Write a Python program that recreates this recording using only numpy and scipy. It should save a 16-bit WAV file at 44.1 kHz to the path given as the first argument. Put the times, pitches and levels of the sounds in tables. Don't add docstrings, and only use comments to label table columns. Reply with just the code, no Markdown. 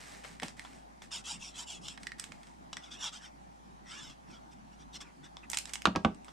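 import sys
import numpy as np
from scipy import signal
from scipy.fft import rfft, irfft, next_fast_len
from scipy.io import wavfile
from scipy.ndimage import map_coordinates

SR = 44100
rng = np.random.default_rng(int(sys.argv[2]) if len(sys.argv) > 2 else 0)


def to_wav(sig):
    pcm = np.clip(np.atleast_2d(sig), -1, 1) * 32767
    pcm = np.round(pcm).astype(np.int16)
    wavfile.write(sys.argv[1], SR, pcm.T)


N = 278800

# [f/Hz, relative level/dB]
AIR_COLOUR = [(20, -6), (55, -20.5), (92, -12.5), (175, -1.5), (265, -4), (480, -15.5), (790, -4),
              (1150, -13.5), (2800, -27), (4300, -30), (6000, -30), (10000, -36.5), (11500, -41.5),
              (15000, -55)]
# [f/Hz, likeness -1..1]
AIR_LIKENESS = [(60, -0.72), (130, 0.21), (290, -0.019), (640, -0.8), (1410, -0.78), (3100, 0.23),
                (15000, -0.097)]
# [f/Hz, likeness -1..1]
NEAR_LIKENESS = [(100, 0.98), (400, 1), (800, 0.95), (1500, 0.083), (3000, 0.99), (7000, 0.87),
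                 (13000, 0.1)]
# [t/s, length/s, starting level/dB, level change/(dB/s)]
SLIDES = [(0, 0.27, -51.5, -11), (0.235, 0.18, -52.5, -27), (0.417, 0.13, -48, -30),
          (0.566, 0.31, -56.5, -30), (1.018, .07, -48, -30), (1.998, 0.15, -63, -7),
          (2.182, 0.18, -53.5, -80), (2.31, 0.28, -67.5, 12), (5.495, .14, -51, -90),
          (5.67, 0.12, -53, -20), (6.249, 0.16, -65, -20)]
# [f/Hz, relative level/dB]
SLIDE_COLOUR = [(300, -8), (900, -6), (1400, -3.5), (1950, 0.5), (2700, -7.5), (4400, -9.5), (5500, -8.5),
                (6600, -11), (8200, -8.5), (10000, -16), (11000, -23.5), (13000, -23), (15000, -40)]
# [t/s, level/dB, tilt/(dB/octave), scatter decay/ms, left-right/dB]
SNAPS = [(.2465, -38, -10.5, 7.7, 12), (.4325, -31, -6, 3.3, -12), (.483, -36.5, -5.5, 1, -1),
         (2.032, -38.5, -3.5, 3.4, -1), (2.1972, -28.5, .5, 2.6, -5), (2.2405, -35, -1, 2.7, -6),
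         (2.3202, -38.5, -7, 2.4, -8), (2.432, -47, -5, 3.4, -3), (2.47, -50, -4, 4.8, -4),
         (5.5005, -29, 9, 0.96, -3), (5.516, -33, 6, 3, 9), (5.5325, -26.5, -5.5, 4.7, -9),
         (5.5437, -27, -2, 5.8, -0.5), (5.572, -20.5, -.5, 2.1, -4), (5.5865, -26, 2.5, 1.76, -7),
         (5.6553, -34, -2, 2, -4.5), (5.694, -39, -3, 3.5, -5), (5.735, -26.5, -0.5, 6.6, -6.5),
         (5.756, -29, -4, 2.1, -3), (5.8203, -35, -1, 0.7, -5), (6.146, -50.5, -1, 2.8, -2),
         (6.246, -47.5, 0, 2, -4)]
# [f/Hz, relative level/dB]
SNAP_COLOUR = [(200, -46.5), (900, -10), (1500, -5.5), (2300, 1.5), (3400, 0), (4300, -2.5), (5200, 2),
               (6500, -1), (8200, 4.5), (10800, -14), (12300, -12.5), (13800, -21), (15000, -58)]
# [t/s, level/dB, tilt/(dB/octave), scatter decay/ms, left-right/dB]
CLICKS = [(.3993, -34.5, 9.5, 2.1, 1), (.5953, -33, 9.5, 2.6, -2.5), (1.9765, -38.5, 6, 3.8, -7),
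          (2.0697, -28.5, 9, 4.1, -6.5), (2.1193, -34, 6.5, 3, -7), (2.7695, -32.5, 3.5, 9, 3)]
# [f/Hz, relative level/dB]
CLICK_COLOUR = [(200, -20), (900, 5.5), (1500, 2), (1900, 14.5), (2500, -4.5), (3400, -8.5), (5200, -15.5),
                (6800, -29), (8200, -21.5), (9200, -34), (12000, -49), (15000, -63)]
# [t/s, gain of the whole blow/dB, hardness (low-pass) f/Hz,
# pitch of the crack f/Hz, relative thud level/dB, relative table-top level/dB, left-right/dB]
KNOCKS = [(0.4237, -29.5, 4000, 1620, -1.5, -16, -1), (.4305, -31.5, 3520, 870, 2, -21, 3),
          (2.291, -49.5, 597, 1000, 8, -8, -5), (5.8553, -7.5, 4100, 1390, -18, -7, -4.5),
          (5.8709, -18.5, 3500, 1200, 3.5, -11, 0.5), (5.9524, -27.5, 1850, 880, 6, -3, 0),
          (5.9601, -19.5, 6200, 930, 2, -1, -3), (6.0486, -10.5, 2380, 1244, 0, -10.5, -2.5)]
# [f/Hz, relative level/dB, t60/s]
TOP_MODES = [(957, -11, 0.12), (1116, 2, 0.067), (1292, 3, 0.048), (1510, -30, 0.058), (1520, -11, 0.12),
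             (1633, -6.5, 0.11), (1902, -16, 0.22), (2810, -6, 0.033), (3420, -21, .055),
             (3140, -18, 0.062)]
# [f/Hz, relative level/dB, t60/s]
THUD_MODES = [(49.4, -7, 0.2), (79.5, -1, 0.22), (104, -8.5, 0.36), (155, 1, 0.12), (185.6, -0.5, 0.41),
              (216.6, 4.5, 0.29), (253.7, 3, 0.17), (318.3, 3, 0.17), (391.6, -9, 0.39), (467, -5.5, 0.21),
              (533, -4.5, 0.14), (640, -9.5, 0.23), (792, 10.5, 0.034)]
# [f/Hz for a blow pitched at 1000 Hz, relative level/dB]
CRACK_COLOUR = [(45, -32), (190, -8), (620, -8.5), (1000, 3.5), (1450, -10.5), (2400, -6.5), (3700, -15),
                (6000, -12.5), (7500, -19.5), (11000, -26)]
# [f/Hz, relative level/dB]
CLUTTER_COLOUR = [(35, -52), (80, -38), (130, 5), (250, 11), (450, -1.5), (900, -2), (1400, -36),
                  (2500, -16.5), (6000, -21), (12000, -93)]
# [t/s, level/dB, tilt/(dB/octave), scatter decay/ms, left-right/dB]
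TAPS = [(.65, -37.5, -8.5, 8.3, 0), (1.0203, -41, -4, 1.5, 2), (1.8835, -31.5, 1, 2.8, -.5),
        (2.73, -30.5, -1.5, 5.2, -1), (2.7688, -32.5, 3, 2.7, 0), (3.042, -28.5, 1.5, 1.1, -1),
        (3.093, -46, 3, 1.7, -5), (4.099, -45, -2, 4.4, 0), (5.369, -36.5, -5, 1.8, 2),
        (6.283, -41, -6.5, 7.9, -5)]
# [t/s, speeding up/s, slowing down/s, hiss level/dB, card body level before a common trim/dB]
STROKES = [(1.105, 0.029, 0.094, -38.5, -53), (1.232, 0.061, 0.098, -40, -53),
           (1.382, 0.054, 0.11, -46, -65), (1.532, 0.071, 0.056, -41.5, -56),
           (1.652, 0.058, 0.093, -44, -62), (1.8, 0.078, 0.1, -47.5, -64),
           (2.815, 0.027, 0.073, -55.5, -62.5), (2.902, 0.018, 0.081, -48.5, -58),
           (2.978, 0.084, .05, -38, -56), (3.112, 0.028, 0.074, -47, -61), (3.195, 0.052, 0.053, -52, -57),
           (3.845, 0.094, 0.087, -49.5, -52.5), (3.96, 0.072, 0.13, -50.5, -64),
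           (4.075, 0.028, 0.046, -62.5, -71), (4.26, 0.068, 0.078, -59.5, -59.5),
           (4.505, 0.021, 0.024, -59, -68), (4.7, 0.032, .035, -68.5, -69),
           (4.78, 0.029, 0.041, -61.5, -71), (4.922, 0.039, 0.022, -43.5, -63),
           (5.001, .008, .034, -45, -55), (5.015, 0.038, 0.073, -70, -58), (5.225, .025, 0.034, -56, -59.5),
           (5.428, .014, .018, -67, -54)]
# [f/Hz, relative level/dB]
EARLY_CARD_COLOUR = [(300, -24), (1000, -2), (1800, -19), (2700, 3), (3300, 7), (4300, -5), (5400, 5),
                     (6400, -3.5), (7300, 2.5), (8500, -4), (10000, -11.5), (10800, -29), (12200, -19),
                     (15000, -46)]
# [f/Hz, relative level/dB]
LATE_CARD_COLOUR = [(300, -29), (1000, 0.5), (2500, -6.5), (3350, 8), (4300, -6), (5600, 4), (6600, -6),
                    (7200, -5), (8300, -4), (9100, -16.5), (10100, -13.5), (11100, -39), (12200, -18.5),
                    (14500, -61)]
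# [f/Hz, relative level/dB]
CARD_BODY_COLOUR = [(350, -65), (600, -14), (900, 2.5), (1300, 11.5), (1900, 4), (2600, 7), (4000, -38)]
# [f/Hz, t60/s]
ROOM_T60 = [(100, 0.16), (300, 0.19), (1000, 0.23), (4000, 0.21), (12000, 0.2)]

AIR_DB, HUM_DB, HUM_HZ = -54, -64, 56.6
SLIDE_ATTACK_S, SLIDE_RELEASE_S = 0.0027, 0.11
HAND_DAMPING_DB_PER_S = 88
LATE_FROM_S = 2.5
HISS_LAW, BODY_LAW = 1.57, 0.59
EDGE_HZ = 15400
PER_MS = np.sqrt(SR / 1000)


def amp(db):
    return 10 ** (np.asarray(db) / 20)


def unit(x):
    return x / np.sqrt(np.mean(x ** 2) + 1e-20)


def read(points, hz):
    f, value = np.transpose(points)
    return np.interp(np.log(hz + 1), np.log(f + 1), value)


def add(mix, s, sound):
    part = mix[:, max(round(s * SR), 0):][:, :sound.shape[-1]]
    part += sound[..., :part.shape[1]]


def pan(db):
    return amp([[db / 2], [-db / 2]])


def colour(x, spectrum):
    size = x.shape[-1]
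    gain = amp(read(spectrum, np.fft.rfftfreq(size, 1 / SR)))
    return irfft(rfft(x) * gain, size)


def noise_pair(size, likeness):
    a, b = rfft(rng.standard_normal((2, size)))
    same = np.clip(read(likeness, np.fft.rfftfreq(size, 1 / SR)), -1, 1)
    right = same * a + np.sqrt(1 - same ** 2) * b
    return irfft(np.array([a, right]), size)


def drift(rate_hz):
    hz = np.fft.rfftfreq(N, 1 / SR)[:N // 20]
    a, b = rng.standard_normal((2, len(hz)))
    lowpass = np.exp(-np.minimum(hz / rate_hz, 10) ** 2)
    return unit(irfft((a + 1j * b) * lowpass, N))


def patchy(x, depth_db, width_hz, hold_s):
    hz, t, z = signal.stft(x, SR, nperseg=512, noverlap=384)
    shape = next_fast_len(len(hz)), next_fast_len(len(t))
    along_hz = np.fft.fftfreq(shape[0], hz[1])[:, None]
    along_s = np.fft.rfftfreq(shape[1], t[1])
    smooth = np.exp(-(np.pi * along_hz * width_hz / 2) ** 2) * np.exp(-(np.pi * along_s * hold_s) ** 2)
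    patches = np.fft.irfft2(np.fft.rfft2(rng.standard_normal(shape)) * smooth, shape)
    patches = unit(patches)[:len(hz), :len(t)]
    z = z * amp(depth_db * np.clip(patches, -2, 2))
    return unit(signal.istft(z, SR, nperseg=512, noverlap=384)[1][:, :N])


def air():
    waver, wander = .2, .8
    phase = 2 * np.pi * HUM_HZ * np.arange(N) / SR + wander * drift(rate_hz=5.0)
    hum = np.sqrt(2) * np.sin(phase) * (1 + waver * drift(rate_hz=2.9))
    wash = patchy(noise_pair(N, AIR_LIKENESS), depth_db=2.0, width_hz=220, hold_s=0.031)
    return amp(HUM_DB) * hum + amp(AIR_DB) * unit(colour(wash, AIR_COLOUR))


def friction(spectrum, grain_db, grain_hz):
    clumps = noise_pair(N, NEAR_LIKENESS) * amp(grain_db * drift(grain_hz))
    return unit(colour(clumps, spectrum))


def sliding():
    rustle = friction(SLIDE_COLOUR, grain_db=2.5, grain_hz=453)
    rustle = patchy(rustle, depth_db=-1.0, width_hz=970, hold_s=0.0064)
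    effort = np.zeros((1, N))
    for s, length, db, change in SLIDES:
        t = np.arange(0, length, 1 / SR)
        moving = np.clip(np.minimum(t / SLIDE_ATTACK_S, (length - t) / SLIDE_RELEASE_S), 0, 1)
        add(effort, s, moving * amp(db + change * t))
    return rustle * effort * pan(-1.8)


def impulse(spectrum, tilt_db=0, size=2048):
    hz = abs(np.fft.fftfreq(size, 1 / SR))
    log_gain = np.log(amp(read(spectrum, hz) + tilt_db * np.log2(np.maximum(hz, 500))))
    click = np.fft.ifft(np.exp(np.conj(signal.hilbert(log_gain)))).real[:size // 2]
    return click / np.linalg.norm(click)


def contact(decay_ms, scatter_db, size=4096):
    fade = np.exp(-np.arange(size) / SR * 1000 / max(decay_ms, .2))
    scatter = noise_pair(size, NEAR_LIKENESS) * fade
    push = amp(scatter_db) * scatter / np.linalg.norm(scatter[0])
    push[:, 0] += 1
    return push / np.linalg.norm(push[0]) * PER_MS


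def ticks(rows, spectrum, scatter_db):
    out = np.zeros((2, N))
    for s, db, tilt_db, decay_ms, side_db in rows:
        click = impulse(spectrum, tilt_db)[None]
        tick = signal.fftconvolve(contact(decay_ms, scatter_db), click, axes=1)
        tick *= PER_MS / np.linalg.norm(tick, axis=1, keepdims=True)
        add(out, s, amp(db) * pan(side_db) * tick)
    return out


def snapping():
    return ticks(SNAPS, SNAP_COLOUR, scatter_db=18.5)


def clicking():
    return ticks(CLICKS, CLICK_COLOUR, scatter_db=-1)


def ring(modes, vary_db, spread, size=8192):
    t = np.arange(size) / SR
    weight, lag = rng.standard_normal((2, len(modes)))
    sides = np.array([[.5], [-.5]])
    x = np.zeros((2, size))
    for k, (hz, db, t60) in enumerate(modes):
        level = (-1) ** k * amp(db + vary_db * weight[k] - 60 * t / t60)
        x += level * np.sin(2 * np.pi * hz * t + sides * spread * lag[k])
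    x *= np.minimum(t * 2000, 1)
    return x / np.linalg.norm(x) * np.sqrt(2)


def knocking():
    out = np.zeros((2, N))
    for s, db, hard_hz, pitch_hz, thud_db, top_db, side_db in KNOCKS:
        top = ring(TOP_MODES, vary_db=4.5, spread=0.85)
        thud = ring(THUD_MODES, vary_db=2.0, spread=0.26)
        blow = (amp(top_db) * top + amp(thud_db) * thud) * PER_MS
        blow *= amp(-HAND_DAMPING_DB_PER_S * np.arange(blow.shape[1]) / SR)
        crack = impulse([(hz * pitch_hz / 1000, level) for hz, level in CRACK_COLOUR])[None]
        add(blow, 0, signal.fftconvolve(contact(decay_ms=6, scatter_db=-1), crack, axes=1))
        jolt = contact(decay_ms=19, scatter_db=20.0, size=8192)
        clutter = signal.fftconvolve(jolt, impulse(CLUTTER_COLOUR)[None], axes=1)
        add(blow, 0, amp(thud_db - 5) * clutter)
        lowpass = signal.butter(2, min(hard_hz, SR / 3), fs=SR)
        add(out, s, amp(db) * pan(side_db) * signal.lfilter(*lowpass, blow))
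    return out


def tapping():
    return ticks(TAPS, LATE_CARD_COLOUR, scatter_db=4.5)


def bend(x, ratio):
    return np.array([map_coordinates(side, [np.cumsum(ratio)], mode="mirror") for side in x])


def card_rub(spectrum):
    return patchy(friction(spectrum, grain_db=1.5, grain_hz=400), depth_db=6.0, width_hz=75, hold_s=0.025)


def scraping():
    path_ms, travel = 1.3, .2
    glide, echo = .07, .5
    body_trim_db = -1
    early = card_rub(EARLY_CARD_COLOUR)
    late = card_rub(LATE_CARD_COLOUR)
    body = card_rub(CARD_BODY_COLOUR)
    out = np.zeros((2, N))
    for k, (s, rise_s, fall_s, hiss_db, card_db) in enumerate(STROKES):
        at = np.arange(int(s * SR), min(int((s + rise_s + fall_s) * SR), N))
        speed = np.sin(np.pi / 2 * np.interp(at / SR - s, [0, rise_s, rise_s + fall_s], [0, 1, 0]))
        place = (-1) ** k * (2 * np.cumsum(speed) / speed.sum() - 1)
        hiss = (early if s < LATE_FROM_S else late)[:, at]
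        low = bend(body[:, at], 1 - glide * place)
        rub = hiss * amp(hiss_db) * speed ** HISS_LAW
        rub = rub + low * amp(body_trim_db + card_db) * speed ** BODY_LAW
        delay = path_ms * SR / 1000 * (1 + travel * place)
        back = np.array([np.interp(at - delay, at, side) for side in rub])
        add(out, s, (rub + echo * back) / np.hypot(1, echo))
    return out * pan(-0.36)


def room(x, size=22050):
    noise = noise_pair(size, [(200, 1.0), (700, 0.2), (8000, 0.18)])
    hz, t, z = signal.stft(noise, SR, nperseg=256)
    fade = amp(-60 * t / read(ROOM_T60, hz)[:, None])
    tail = signal.istft(z * fade, SR, nperseg=256)[1]
    tail *= np.clip(np.arange(tail.shape[1]) / SR / 0.006, 0, 1) ** 2
    return signal.fftconvolve(x[None].mean(1), tail / np.linalg.norm(tail[0]), axes=1)[:, :N]


def scene():
    paper = sliding() + snapping()
    bottle = clicking() + tapping()
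    knocks = knocking()
    scrape = scraping()
    send = amp(-15.5) * scrape + amp(-7) * paper + amp(-8.5) * bottle + amp(-14.5) * knocks
    return scrape + knocks + paper + bottle + room(send) + air()


def record(dry):
    lowpass = signal.firwin(511, EDGE_HZ, window=("kaiser", 9), fs=SR)
    return signal.oaconvolve(dry, lowpass[None], "same")


dry = scene()
out = record(dry)
to_wav(out)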